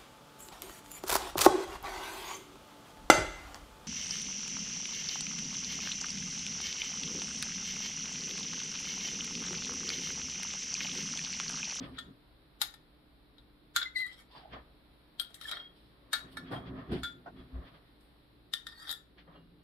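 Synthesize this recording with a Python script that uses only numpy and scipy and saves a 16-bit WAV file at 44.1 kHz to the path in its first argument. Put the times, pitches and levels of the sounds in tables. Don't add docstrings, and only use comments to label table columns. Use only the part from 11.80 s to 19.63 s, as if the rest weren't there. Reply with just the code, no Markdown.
import sys
import numpy as np
from scipy import signal
from scipy.fft import rfft, irfft, next_fast_len
from scipy.io import wavfile
from scipy.ndimage import uniform_filter1d, map_coordinates

SR = 44100
rng = np.random.default_rng(int(sys.argv[2]) if len(sys.argv) > 2 else 0)


def output_pcm(signal):
    pcm = np.clip(np.atleast_2d(signal).T, -1, 1) * 32767
    wavfile.write(sys.argv[1], SR, np.round(pcm).astype(np.int16))


def decibels_to_gain(level_db):
    exponent = np.asarray(level_db, float) / 20
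    return 10 ** exponent


N = 345302

GLASS_HZ = [640, 850, 1300, 1407, 1545, 1745, 1815, 2230, 3230, 3420, 3460, 3670, 3825, 4370]
SPOON_HZ = [4700, 5050, 5430, 6720, 7205, 7680, 8360, 8860, 9500, 10600, 11740, 12200, 12700]
JUG_T60 = np.array([.04, .04, .06, .2, .05, .07, .075, .06, .08, .12, .19, .08, .12, .1] + [.06, .05, .065, .05, .07, .08, .07, .08, .07, .08, .09, .07, .06])
GLASS_DB = [(-14, -4.5, -9, -14, -15.5, -13.5, -8.5, -15, -16.5, -16.5, -14.5, -14.5, -8.5, -20),
            (-28.5, -26.5, -9.5, -1.5, -0.5, -13.5, -15, -11, -24, -3, -6, -7.5, -8, -9),
            (-23, -14.5, -11.5, -9, -18, -16, -17, -27, 5, -13.5, -17, -17, -3.5, -17),
            (-11, -7, -7, -8.5, -6, -1, -13.5, -9, -13, -14, -22, -15, -5.5, -5),
            (-20, -20.5, -8, -7.5, -9, -7, 1, -33, -8, -15, -5.5, 6.5, -3, -29),
            (-25, -19, -2, -4.5, -16, -16, -5.5, -14, -8, -5, -14, -16, -8, -20),
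            (-30, -25, -5, 1, -4, -3, -12, -6, -8, -16, 1, -16, -7, -20),
            (-16, -15.5, -9, -9.5, -13.5, -8, -5.5, -10.5, -5.5, -19, -8, -9, -5, -9),
            (-17.5, -12.5, -6, -6, -10, -3, -2, -30, -8, -12, -3.5, 0, -1.5, -13.5)]
SPOON_DB = [(-28, -6.5, -16, -5.5, -23.5, -18.5, -18.5, -11, -29, -10.5, -15, -13, -15.5),
            (-12.5, -17.5, -18, -3.5, -2.5, -26.5, -21, -20.5, -24, -17, -34.5, -14.5, -21.5),
            (-25, -32, -31, -29, -20, -26, -4, -3.5, -17, -12, -7.5, -5, -22),
            (-23, -20, -6.5, -11, -20, -30, -9, -18, -11, -15, -39, -15, -18),
            (-8, -8, -7, -17, -14, -17, -19, -18, -24, -11, -31, -17, -23.5),
            (-25, -22, -16, -3, -22, -24, -10, -14, -25, -15, -23, -24, -22),
            (-18, -14, -20, -12, -5, -13, -21, -16, -12, -11, -24, -22, -22),
            (-18, -15.5, -13.5, -21, -15.5, -16, -15, -14.5, -17.5, -13, -24.5, -16.5, -17),
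            (-8.5, -13, -14.5, -21.5, -14.5, -21, -18.5, -19, -22, -14.5, -21, -23.5, -18)]
MODE_HZ = np.array(GLASS_HZ + SPOON_HZ)
SPOT_DB = np.hstack([GLASS_DB, SPOON_DB])
# [f/Hz, level/dB]
CRACK = [(350, -34), (700, -9), (1500, 11.5), (2600, 1.5), (3700, 15.5), (6000, 0), (11000, -5.5),
         (15200, -10.5), (15900, -44.5)]
# [f/Hz, coherence 0-1]
ALIKE = [(60, 0.89), (180, 0.81), (550, 0.38), (1650, 0), (4970, 0.15), (15000, 0)]
# [f/Hz, coherence 0-1]
FAR_ALIKE = [(60, 1), (250, 0.95), (500, 0.75), (1000, 0.035), (3000, 0.06)]


def taps():
    # [t/s, peak level/dB, low modes/dB, high modes/dB, left-right/dB]
    blows = [
        [(0.8156, -17.5, -3, 3, 6), (0.8205, -25, -6, 3.5, 2), (0.8325, -34, 0, -5, 7),
         (0.8385, -35, -1, -7, 6.5), (0.939, -39.5, 1, -3.5, 9), (1.5818, -43.5, -6, -18, 4)],
        [(1.9619, -17, 0.9, 3.5, 4.5), (2.015, -27, -1, -23, 4.5)],
        [(3.3972, -23.5, -6.5, -3.5, 10), (3.4118, -41, 10, 9.5, -4), (3.7693, -38.5, 12.5, -13, 8),
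         (3.7982, -47, 13.5, -15, 3)],
        [(4.3308, -21, -1, 2.5, 7), (4.3355, -25.5, -1.5, -4, 7), (4.349, -32, 3.5, -14, 7),
         (4.5702, -36.5, 8.5, 1.5, 5.5)],
        [(6.2077, -67, 5, 13, 14), (6.7361, -24, -6.5, 4, 8.5), (6.8682, -33, -1, 3.5, 4.5)],
        [(0.1714, -44, -12, -16, 6), (0.182, -39, 3, -15, 1), (0.1865, -30.5, -2.5, -5, 7)],
        [(5.2325, -32, 0.5, -1, 7.5), (5.245, -39.5, 6.5, 1, 4.5)],
        [(3.5432, -40, -7, 7.5, 7), (3.6125, -34.5, -3, 1.5, 4), (3.6425, -39, -6, -8, 8),
         (3.6929, -37, 2, 4, 5), (3.7132, -29.5, -1.5, 2.5, 5), (3.7205, -36.5, 9.5, -5, 0),
         (3.732, -40, 14, -18, 5)],
        [(6.9232, -46, 3, -4, 6), (7.0514, -48, 7, 0, 6), (7.0723, -38, -4, -3, 5), (7.0793, -35, -3, -8, 6),
         (7.0928, -25, -13, -6, 6), (7.103, -28, -6, -6, 2), (7.1132, -25.5, -9, 9.5, 4),
         (7.126, -28.5, -3, 11.5, 9), (7.137, -41, -4, -1, 5)],
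    ]
    damping = [0.62, 0.74, 0.55, 0.95, 0.43, .7, 1.3, .3, .3]
    crack_over_ring = [-0.7, 1, -0.6, 1, 2, 2, 3.5, 5, -12]
    # [f/Hz, left-right/dB]
    lean = [(1000, -7.5), (1800, -12), (3400, -0.5), (3750, 7.5), (5000, 4), (7000, 14.5), (9000, -8),
            (12500, 7)]
    lead = SR // 40
    out = np.zeros((2, N + SR))
    t = np.arange(-lead, SR // 5) / SR
    after = np.maximum(t, 0)
    hz, t60 = MODE_HZ[:, None], JUG_T60[:, None]
    crack_hz = np.fft.rfftfreq(len(t), 1 / SR)
    ports = rng.standard_normal((2, len(hz), 1))
    lean_db = 1.503 * ports[1] + along(lean, hz)
    for levels, rows, length, crack_db in zip(SPOT_DB, blows, damping, crack_over_ring):
        fading = decibels_to_gain(-60 * after / (t60 * length)) * np.exp(2j * np.pi * hz * t)
        crack_decay = decibels_to_gain(-60 * after / 0.009) + 0.28 * decibels_to_gain(-60 * after / (0.14 * length))
        for s, db, low_db, high_db, pan_db in rows:
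            luck = rng.standard_normal((3, len(hz), 1))
            ring_db = levels[:, None] + tone_db(hz, low_db, high_db) + 2.0 * luck[0]
            lag = np.clip(hz / 1200, 0, 1.3) * (ports[0] + 0.22 * luck[1])
            left = decibels_to_gain((lean_db + pan_db) / 2)
            both = np.maximum(np.abs(left * np.exp(1j * lag) + 1 / left) / 2, 0.5)
            ring = []
            for side in (0.5, -0.5):
                phase = np.exp(1j * (3 * luck[2] + side * lag))
                strength = decibels_to_gain(ring_db + side * lean_db) / both * phase
                ring.append((strength[:, 0] @ fading).imag)
            colour = decibels_to_gain(along(CRACK, crack_hz) + tone_db(crack_hz, low_db, high_db))
            noise = irfft(rfft(rng.standard_normal((2, len(t)))) * colour, len(t))
            crack = 1.51 * decibels_to_gain(crack_db + 0.3 * (db + 20.0)) * noise * crack_decay
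            rise = 1 - np.exp(-after / 0.00072) + (t < 0) * decibels_to_gain(-24.0 + 1600 * t)
            gain = decibels_to_gain(db - 8.0) * panned(pan_db)[:, None] * rise
            out[:, round(s * SR) - lead:][:, :len(t)] += gain * (ring + crack)
    return out[:, :N]


def tone_db(hz, low_db, high_db):
    return np.interp(hz, [2007, 2886, 4630, 6060], [low_db, 0, 0, high_db])


def slides():
    # [t/s of most pressure, level/dB, rise/s, fall/s, high modes/dB]
    strokes = [
        [(2.028, -37.5, .005, 0.015, -24)],
        [(2.166, -51, 0.013, 0.093, 5.5), (2.32, -62, 0.059, 0.086, -16.5), (2.402, -62, 0.12, 0.038, 2)],
        [(3.55, -71, 0.0054, 0.03, 19), (3.62, -56, 0.0067, 0.14, -1), (3.684, -57, 0.18, 0.052, 0.5),
         (3.72, -45.5, 0.031, 0.073, -25), (3.85, -82, 0.17, 0.059, -28)],
        [(4.715, -63, 0.0072, 0.1, 3)],
        [(5.12, -65, 0.0095, .12, 4)],
        [(6.885, -59.5, .01, 0.15, -12), (7.0, -62.5, 0.19, 0.19, 4), (7.075, -48.5, 0.0093, 0.038, -17),
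         (7.116, -42.5, 0.048, 0.018, 5.5)],
    ]
    spots = [1, 7, 7, 4, 4, 8]
    light_db, choke, pan_db = -64, 0.26, 3
    rub = grains(3750, 1.3, channels=1) + 2.5 * grains(4000, 4.05, channels=2)
    rub = rub * decibels_to_gain(2.2 * wobble(45))
    out = np.zeros((2, N))
    for rows, spot in zip(strokes, spots):
        span = slice(round((rows[0][0] - 0.05) * SR), round((rows[-1][0] + 0.2) * SR))
        gain, bright = (g[span] for g in layers(rows))
        pressure_db = 20 * np.log10(gain + 1e-9)
        deep = gain * decibels_to_gain(np.clip(choke * (light_db - pressure_db), -14, 8))
        modes = list(zip(MODE_HZ, 2.1 * 3.9 / JUG_T60, SPOT_DB[spot]))

        def bands(f):
            body = resonances(modes)(f) + 0.018 * decibels_to_gain(along(CRACK, f))
            return body * np.array([f < 2500, (f >= 2500) & (f < 5800), f >= 5800])[:, None]

        low, middle, high = filtered(rub[None, :, span], bands)
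        out[:, span] = (deep * low + gain * middle + bright * high) / middle.std()
    return decibels_to_gain(1.5) * panned(pan_db)[:, None] * patchy(out, depth_db=3.5)


def squeak():
    # [t/s, f/Hz, level/dB]
    path = [
        [(2.045, 2070, -65), (2.061, 2060, -39.5), (2.11, 2031, -66)],
        [(2.154, 2220, -49), (2.161, 2012, -31), (2.182, 2018, -36), (2.205, 2076, -36.5), (2.22, 2040, -33),
         (2.257, 1920, -41.5), (2.287, 2027, -50), (2.305, 1980, -83)],
        [(3.07, 10600, -93), (3.13, 11050, -85.5), (3.15, 10750, -89), (3.225, 10250, -90)],
    ]
    gate, hz, db = curves(path)
    return singing(gate * decibels_to_gain(db), hz, overtone_db=-12, rough_db=0.8, drift=0.005, pan_db=6.5, lag=0.6)


def screech():
    # [t/s of the peak, level/dB, rise/s, fall/s]
    bursts = [
        (2.16, -42.5, 0.0063, 0.07),
        (2.205, -53.5, .04, .07),
    ]
    # [f/Hz, width/Hz, level/dB]
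    modes = [(3740, 40, -10), (4025, 70, -2), (4420, 200, -9)]
    rough = unit(filtered(rng.standard_normal((2, N)), resonances(modes)))
    return fine(swells(bursts).sum(0)) * panned(7.2)[:, None] * rough


def sung_modes():
    # [t/s of the peak, level/dB, rise/s, fall/s, f/Hz]
    tones = [(2.021, -36, .012, .02, 1500), (2.156, -44.5, .004, .008, 4450),
             (2.168, -40, 0.0084, .03, 4030), (2.192, -42, .012, 0.028, 4035),
             (3.657, -42.5, 0.012, 0.014, 1760), (3.736, -46, .025, 0.012, 3273),
             (3.778, -44, 0.051, 0.0098, 3240), (3.802, -49, 0.016, 0.043, 3250),
             (3.83, -52.5, 0.018, 0.08, 3240), (4.685, -56.5, 0.013, 0.026, 3300),
             (4.735, -55, .02, .03, 3280), (4.778, -54.5, 0.03, 0.017, 3252),
             (4.835, -62, 0.0602, 0.027, 3270), (5.6, -66, 0.047, .05, 3350),
             (6.9, -59, 0.031, 0.095, 1830), (7.0, -60, .1, .09, 1890), (7.112, -43, 0.051, .02, 3715)]
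    return singing(*pitched(tones, order=20), overtone_db=-45, rough_db=4.5, drift=0.009, pan_db=2.5, lag=0.5)


def streak():
    # [t/s of the peak, level/dB, rise/s, fall/s, f/Hz]
    whistles = [
        (2.026, -41, .015, 0.036, 3760),
        (2.56, -63, 0.067, .09, 4785),
        (6.965, -56.5, 0.0201, 0.055, 4460),
        (7.03, -62, 0.082, .03, 4800),
    ]
    tone = singing(*pitched(whistles, order=2), overtone_db=-29.5, rough_db=3.5, drift=0.0114, pan_db=2.0, lag=0.6)
    return tone * wobble(300)


def singing(gain, hz, overtone_db, rough_db, drift, pan_db, lag):
    turn = 2 * np.pi * np.cumsum(hz * (1 + drift * wobble(120))) / SR + np.array([[lag], [-lag]])
    octave = np.sin(2 * turn + 0.5 * wobble(350))
    tone = np.sin(turn) + decibels_to_gain(overtone_db + 2.7 * wobble(150)) * octave
    return gain * decibels_to_gain(3.0 + rough_db * wobble(77)) * panned(pan_db)[:, None] * tone


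def room(x):
    # [f/Hz, t60/s]
    decay = [(300, 0.422), (2000, 0.3), (6000, 0.24), (14000, 0.2)]
    hz, t, z = signal.stft(rng.standard_normal((2, SR // 2)), SR, nperseg=256)
    tail = signal.istft(z * decibels_to_gain(-60 * t / along(decay, hz)[:, None]), SR, nperseg=256)[1]
    delayed = np.pad(x, ((0, 0), (150, 0)))
    return signal.fftconvolve(delayed, tail / np.linalg.norm(tail[0]), axes=1)[:, :N]


def sleeve():
    # [t/s of the peak, level/dB, rise/s, fall/s, fibre over cloth/dB]
    brushes = [
        (.06, -65.5, 0.35, 0.28, -12),
        (2.515, -64, .012, .1, -21),
        (2.575, -61.5, 0.066, 0.11, -23),
        (3.965, -68, .03, 0.3, -11.5),
        (4.53, -63.5, 0.043, .06, -2.5),
        (4.72, -54, .012, 0.084, -5),
        (5.12, -53, .01, 0.14, -13),
        (5.59, -70, 0.044, 0.083, -18),
        (6.21, -74.5, .01, 0.22, -1.5),
    ]
    # [f/Hz, level/dB per Hz]
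    cloth = [(1500, -30), (3000, 3.5), (4000, 3), (5200, -2.5), (6300, -28), (7800, -20.5), (10500, -25),
             (15000, -25), (15800, -70)]
    # [f/Hz, level/dB per Hz]
    fibre = [(5000, -38), (7000, -19), (8800, 5), (12000, -9), (15300, -4.5), (15800, -58)]
    return sum(gain * coloured(colour) * decibels_to_gain(1.6 * wobble(40.04))
               for gain, colour in zip(layers(brushes), (cloth, fibre)))


def drag():
    # [t/s of the peak, level/dB, rise/s, fall/s, f/Hz]
    pulls = [
        (2.565, -53.5, 0.0433, 0.0703, 982),
        (2.66, -54.5, 0.12, 0.077, 730),
    ]
    tone = singing(*pitched(pulls, order=2), overtone_db=-21, rough_db=-1.5, drift=0.0526, pan_db=-2.5, lag=0.55)
    return tone * wobble(260)


def set_down():
    # [t/s, peak level/dB, t60/s, share of the low hollow 0-1]
    knocks = [
        (3.5, -44, 0.092, 0.5),
        (4.712, -30, 0.29, 0.04),
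        (5.113, -32, 0.26, 0.11),
        (5.459, -28.5, 0.099, 0.17),
        (5.476, -34.5, 0.056, 0.2),
        (4.732, -27, 0.12, 0.23),
        (7.474, -59, 0.1, 0.2),
        (5.1, -34.5, 0.11, 0.7),
        (5.4, -61, 0.11, 0.1),
    ]
    # [f/Hz, width/Hz, level/dB]
    hollow_modes = [(287, 31, 2), (483, 100, -10.5)]
    # [f/Hz, width/Hz, level/dB]
    clack_modes = [(700, 110, 0), (1080, 90, -12), (1310, 60, -9), (1500, 110, -8), (1850, 100, -18)]
    after = np.arange(SR // 3) / SR
    dull = lambda peaks: lambda f: resonances(peaks)(f) / (1 + (f / 5000) ** 4)
    hollow, clack = (spread(rng.standard_normal((2, N)), dull(peaks), FAR_ALIKE)
                     for peaks in (hollow_modes, clack_modes))
    out = np.zeros((2, N))
    for s, db, t60, share in knocks:
        span = slice(round(s * SR), round(s * SR) + len(after))
        share = np.clip(share, 0, 1)
        envelope = decibels_to_gain(db - 13.5 - 60 * (after / t60) ** 1.47) * (1 - np.exp(-after / 0.0019))
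        out[:, span] += envelope * (share * hollow[:, span] + (1 - share) * clack[:, span])
    return out


def far_rumble():
    # [t/s of the peak, level/dB, rise/s, fall/s, lowest mode over the rest/dB]
    shifts = [(.052, -45, 0.19, 0.11, -3), (.282, -49, 0.19, 0.066, -10), (2.59, -63.5, 0.19, 0.15, -21.5),
              (2.732, -55.5, 0.039, 0.17, -2), (4.456, -56.5, 0.08, 0.082, -16),
              (4.577, -50, 0.032, 0.062, -20), (4.717, -37, 0.014, 0.099, -31),
              (4.828, -44, 0.37, 0.7, -15), (4.99, -61.5, 0.13, 0.022, 7.5), (5.136, -31, 0.051, 0.062, -9),
              (5.23, -67, 0.11, 0.057, 13), (5.603, -49.5, 0.15, 0.096, -5),
              (5.761, -47.5, 0.041, 0.14, -14), (7.562, -59.5, 0.075, 0.24, -14.5)]
    # [t/s of the peak, level/dB, rise/s, fall/s, rustle over knock/dB]
    scuffs = [(.052, -54.5, 0.59, 0.24, -6.5), (2.565, -54.5, 0.053, 0.093, -1),
              (2.737, -42.5, 0.026, 0.092, -9), (3.73, -52, .03, 0.15, -15), (4.42, -65, 0.058, 0.15, 1.5),
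              (4.578, -73, 0.045, 0.054, -22), (4.734, -43.5, 0.025, 0.081, -9),
              (4.996, -53, 0.78, 0.34, -10), (5.131, -60.5, 0.058, 0.13, 9), (5.604, -61.5, 0.13, 0.11, -4),
              (5.76, -59, 0.079, 0.33, -3.5), (5.83, -61.5, 0.041, .05, -2),
              (5.95, -64.5, .02, 0.048, -11.5), (7.385, -61.5, 0.016, 0.053, 4),
              (7.48, -55.5, 0.013, 0.11, -22), (7.562, -57, 0.079, 0.064, -15)]
    # [f/Hz, width/Hz, level/dB]
    body = [(101.7, 15, -7), (126.1, 20, -2.5), (173, 32, -4.5), (266.6, 16.8, 1.5), (351.3, 31, -4.5),
            (424, 125, -8.5)]
    # [f/Hz, width/Hz, level/dB]
    boom = [(66.2, 5.2, 0)]
    # [f/Hz, width/Hz, level/dB]
    knock = [(594, 310, -3.5), (738, 160, -1.5), (1040, 240, -6), (1260, 150, -3), (1810, 240, -5)]
    # [f/Hz, width/Hz, level/dB]
    rustle = [(1760, 980, -1), (3380, 310, 3), (4510, 850, -4)]
    steep = lambda peaks: lambda f: resonances(peaks)(f) / (1 + (f / (0.99 * peaks[-1][0])) ** 6)
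    gains = layers(shifts) + layers(scuffs)
    out = np.zeros((2, N))
    for gain, peaks, lump_db in zip(gains, (body, boom, knock, rustle), (2.6, 1.5, 1.65, 5.1)):
        noise = spread(rng.standard_normal((2, N)), steep(peaks), FAR_ALIKE)
        out += gain * decibels_to_gain(lump_db * wobble(25)) * noise
    return out


def groan():
    # [t/s of the peak, level/dB, rise/s, fall/s, f/Hz]
    creaks = [
        (0.002, -44.5, .01, 0.04, 255.7),
        (0.042, -44, 0.028, 0.14, 261.6),
        (5.775, -35, 0.0449, .06, 61.1),
        (7.488, -62, 0.052, 0.18, 167.9),
        (7.702, -62.5, 0.33, 0.24, 166.8),
    ]
    return singing(*pitched(creaks, order=2), overtone_db=-22.0, rough_db=5.0, drift=0.037, pan_db=1.0, lag=0.1)


def dishes():
    # [t/s, peak level/dB]
    touches = [
        (7.372, -60),
        (7.385, -58),
        (7.475, -67),
        (7.535, -64),
        (7.555, -60.5),
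        (7.79, -68),
    ]
    # [f/Hz, level/dB, t60/s]
    china = [(1544, -3.5, .15), (2330, -6, .2), (2850, -3, 0.31), (3175, 0, .15), (3330, -6.5, .15),
             (4100, -8, .12), (4290, -7, .12)]
    out, t = np.zeros((2, N + SR)), np.arange(SR // 4) / SR
    hz, level_db, t60 = np.array(china).T[:, :, None]
    for s, db in touches:
        luck = rng.standard_normal((3, len(china), 1))
        decay = decibels_to_gain(level_db + 2.7 * luck[0] - 60 * t / t60)
        for side in (0, 1):
            ring = decay * np.sin(2 * np.pi * hz * t + 3 * luck[1] + side * luck[2])
            out[side, round(s * SR):][:len(t)] += decibels_to_gain(db - 6) * (1 - np.exp(-t / 0.0037)) * ring.sum(0)
    return out[:, :N]


def kitchen_air():
    # [f/Hz, level/dB per Hz]
    rumble_colour = [(12, -41.5), (20, -11), (59, 1), (87, -21), (109, -6.5), (206, -10.5), (321, -9),
                     (600, -22.5), (780, -54), (1320, -120)]
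    # [f/Hz, level/dB per Hz]
    hiss_colour = [(290, -30.5), (500, -3.5), (988, -6), (1420, -7.5), (2850, -13), (4030, -7),
                   (5630, -24.5), (5880, -40), (10400, -22), (15300, -27.5), (15800, -61)]
    # [t/s, level/dB]
    hiss_drift = [(0, 0), (1.4, 1.5), (3, 1), (6, 1), (7.83, -2)]
    # [f/Hz, level/dB]
    fridge = [(59.2, -72), (118.4, -82.5), (296.1, -73), (430.7, -81.5)]
    rumble_db, hiss_db = -62, -69.5
    t = np.arange(N) / SR
    rumble = decibels_to_gain(rumble_db - 2.0 + 0.37 * wobble(2.725)) * coloured(rumble_colour)
    drift_db = np.interp(t, *np.transpose(hiss_drift))
    hiss = decibels_to_gain(hiss_db + drift_db + 0.6 * wobble(1.0)) * coloured(hiss_colour)
    hum = sum(decibels_to_gain(db + 2.0 + 1.465 * wobble(1.9)) * np.sin(2 * np.pi * hz * t + 0.8 * wobble(5))
              for hz, db in fridge)
    return rumble + hiss + hum


def unit(x):
    return x / np.sqrt(np.mean(x ** 2) + 1e-20)


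def along(points, hz):
    f, v = np.transpose(points)
    return np.interp(np.log(hz + 1), np.log(f + 1), v)


def filtered(x, response):
    m = next_fast_len(x.shape[-1] + SR // 2)
    spectrum = rfft(x, m) * response(np.fft.rfftfreq(m, 1 / SR))
    return irfft(spectrum, m)[..., :x.shape[-1]]


def resonances(peaks):
    def response(f):
        return sum((-1) ** k * decibels_to_gain(db) * 1j * f * w / (c * c - f * f + 1j * f * w)
                   for k, (c, w, db) in enumerate(peaks))
    return response


def spread(pair, response, alike):
    turn = lambda hz: np.arccos(np.clip(along(alike, hz), 0, 1)) / 2
    mid, side = filtered(pair, lambda hz: response(hz) * [np.cos(turn(hz)), np.sin(turn(hz))])
    return unit(np.array([mid + side, mid - side]))


def coloured(colour):
    return spread(rng.standard_normal((2, N)), lambda hz: decibels_to_gain(along(colour, hz)), ALIKE)


def panned(db):
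    return decibels_to_gain(np.array([db / 2, -db / 2]))


def grains(rate, spread_db, channels):
    chance = rng.random((channels, N))
    size = rng.standard_normal((2, channels, N))
    return (chance < rate / SR) * size[0] * decibels_to_gain(spread_db * size[1])


def patchy(x, depth_db):
    z = signal.stft(x, nperseg=512)[2]
    field = uniform_filter1d(rng.standard_normal(z.shape[1:]), size=5, axis=0)
    field = uniform_filter1d(field, size=9, axis=1)
    return signal.istft(z * decibels_to_gain(depth_db * unit(field)), nperseg=512)[1][:, :N]


def wobble(rate):
    knots = rng.standard_normal(int(N * rate / SR) + 9)
    return fine(map_coordinates(knots, [np.arange(0, N + 32, 32) * rate / SR]))


def curves(tables):
    t = np.arange(N) / SR
    gate = sum(np.clip(np.minimum(t - rows[0][0], rows[-1][0] - t) / 0.0069 + 1, 0, 1) for rows in tables)
    s, *cols = np.transpose(sum(map(list, tables), []))
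    return [gate] + [np.interp(t, s, c) for c in cols]


def swells(rows):
    s, db, rise, fall = np.array(rows)[:, :4, None].transpose(1, 0, 2)
    late = np.arange(0, N + 32, 32) / SR - s
    return decibels_to_gain(db - 20 * np.where(late < 0, -late / np.abs(rise), late / np.abs(fall)))


def layers(rows):
    gains = swells(rows)
    return fine(gains.sum(0)), fine(decibels_to_gain(np.array(rows)[:, -1]) @ gains)


def pitched(rows, order):
    gains = swells(rows) + 1e-30
    weight = (gains / gains.max(0)) ** order
    return fine(gains.sum(0)), fine(np.array(rows)[:, -1] @ weight / weight.sum(0))


def fine(coarse):
    return np.interp(np.arange(N), np.arange(len(coarse)) * 32, coarse)


def scene():
    spoon = taps() + slides() + screech()
    tones = squeak() + sung_modes() + streak()
    dragged = drag()
    near = spoon + tones + decibels_to_gain(-9.0) * room(spoon + 0.71 * tones + dragged)
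    far = dragged + groan() + far_rumble() + set_down() + dishes()
    return near + far + sleeve() + kitchen_air()


def band_limit(x):
    return signal.sosfilt(signal.butter(12, 16500, fs=SR, output="sos"), x)


def record(dry):
    dip = resonances([(6600, 3800, -10.0)])
    mix = filtered(dry, lambda hz: (1 - dip(hz)) * np.where(hz > 15700, decibels_to_gain(-14), 1))
    return band_limit(mix)


dry = scene()
out = record(dry)
output_pcm(out)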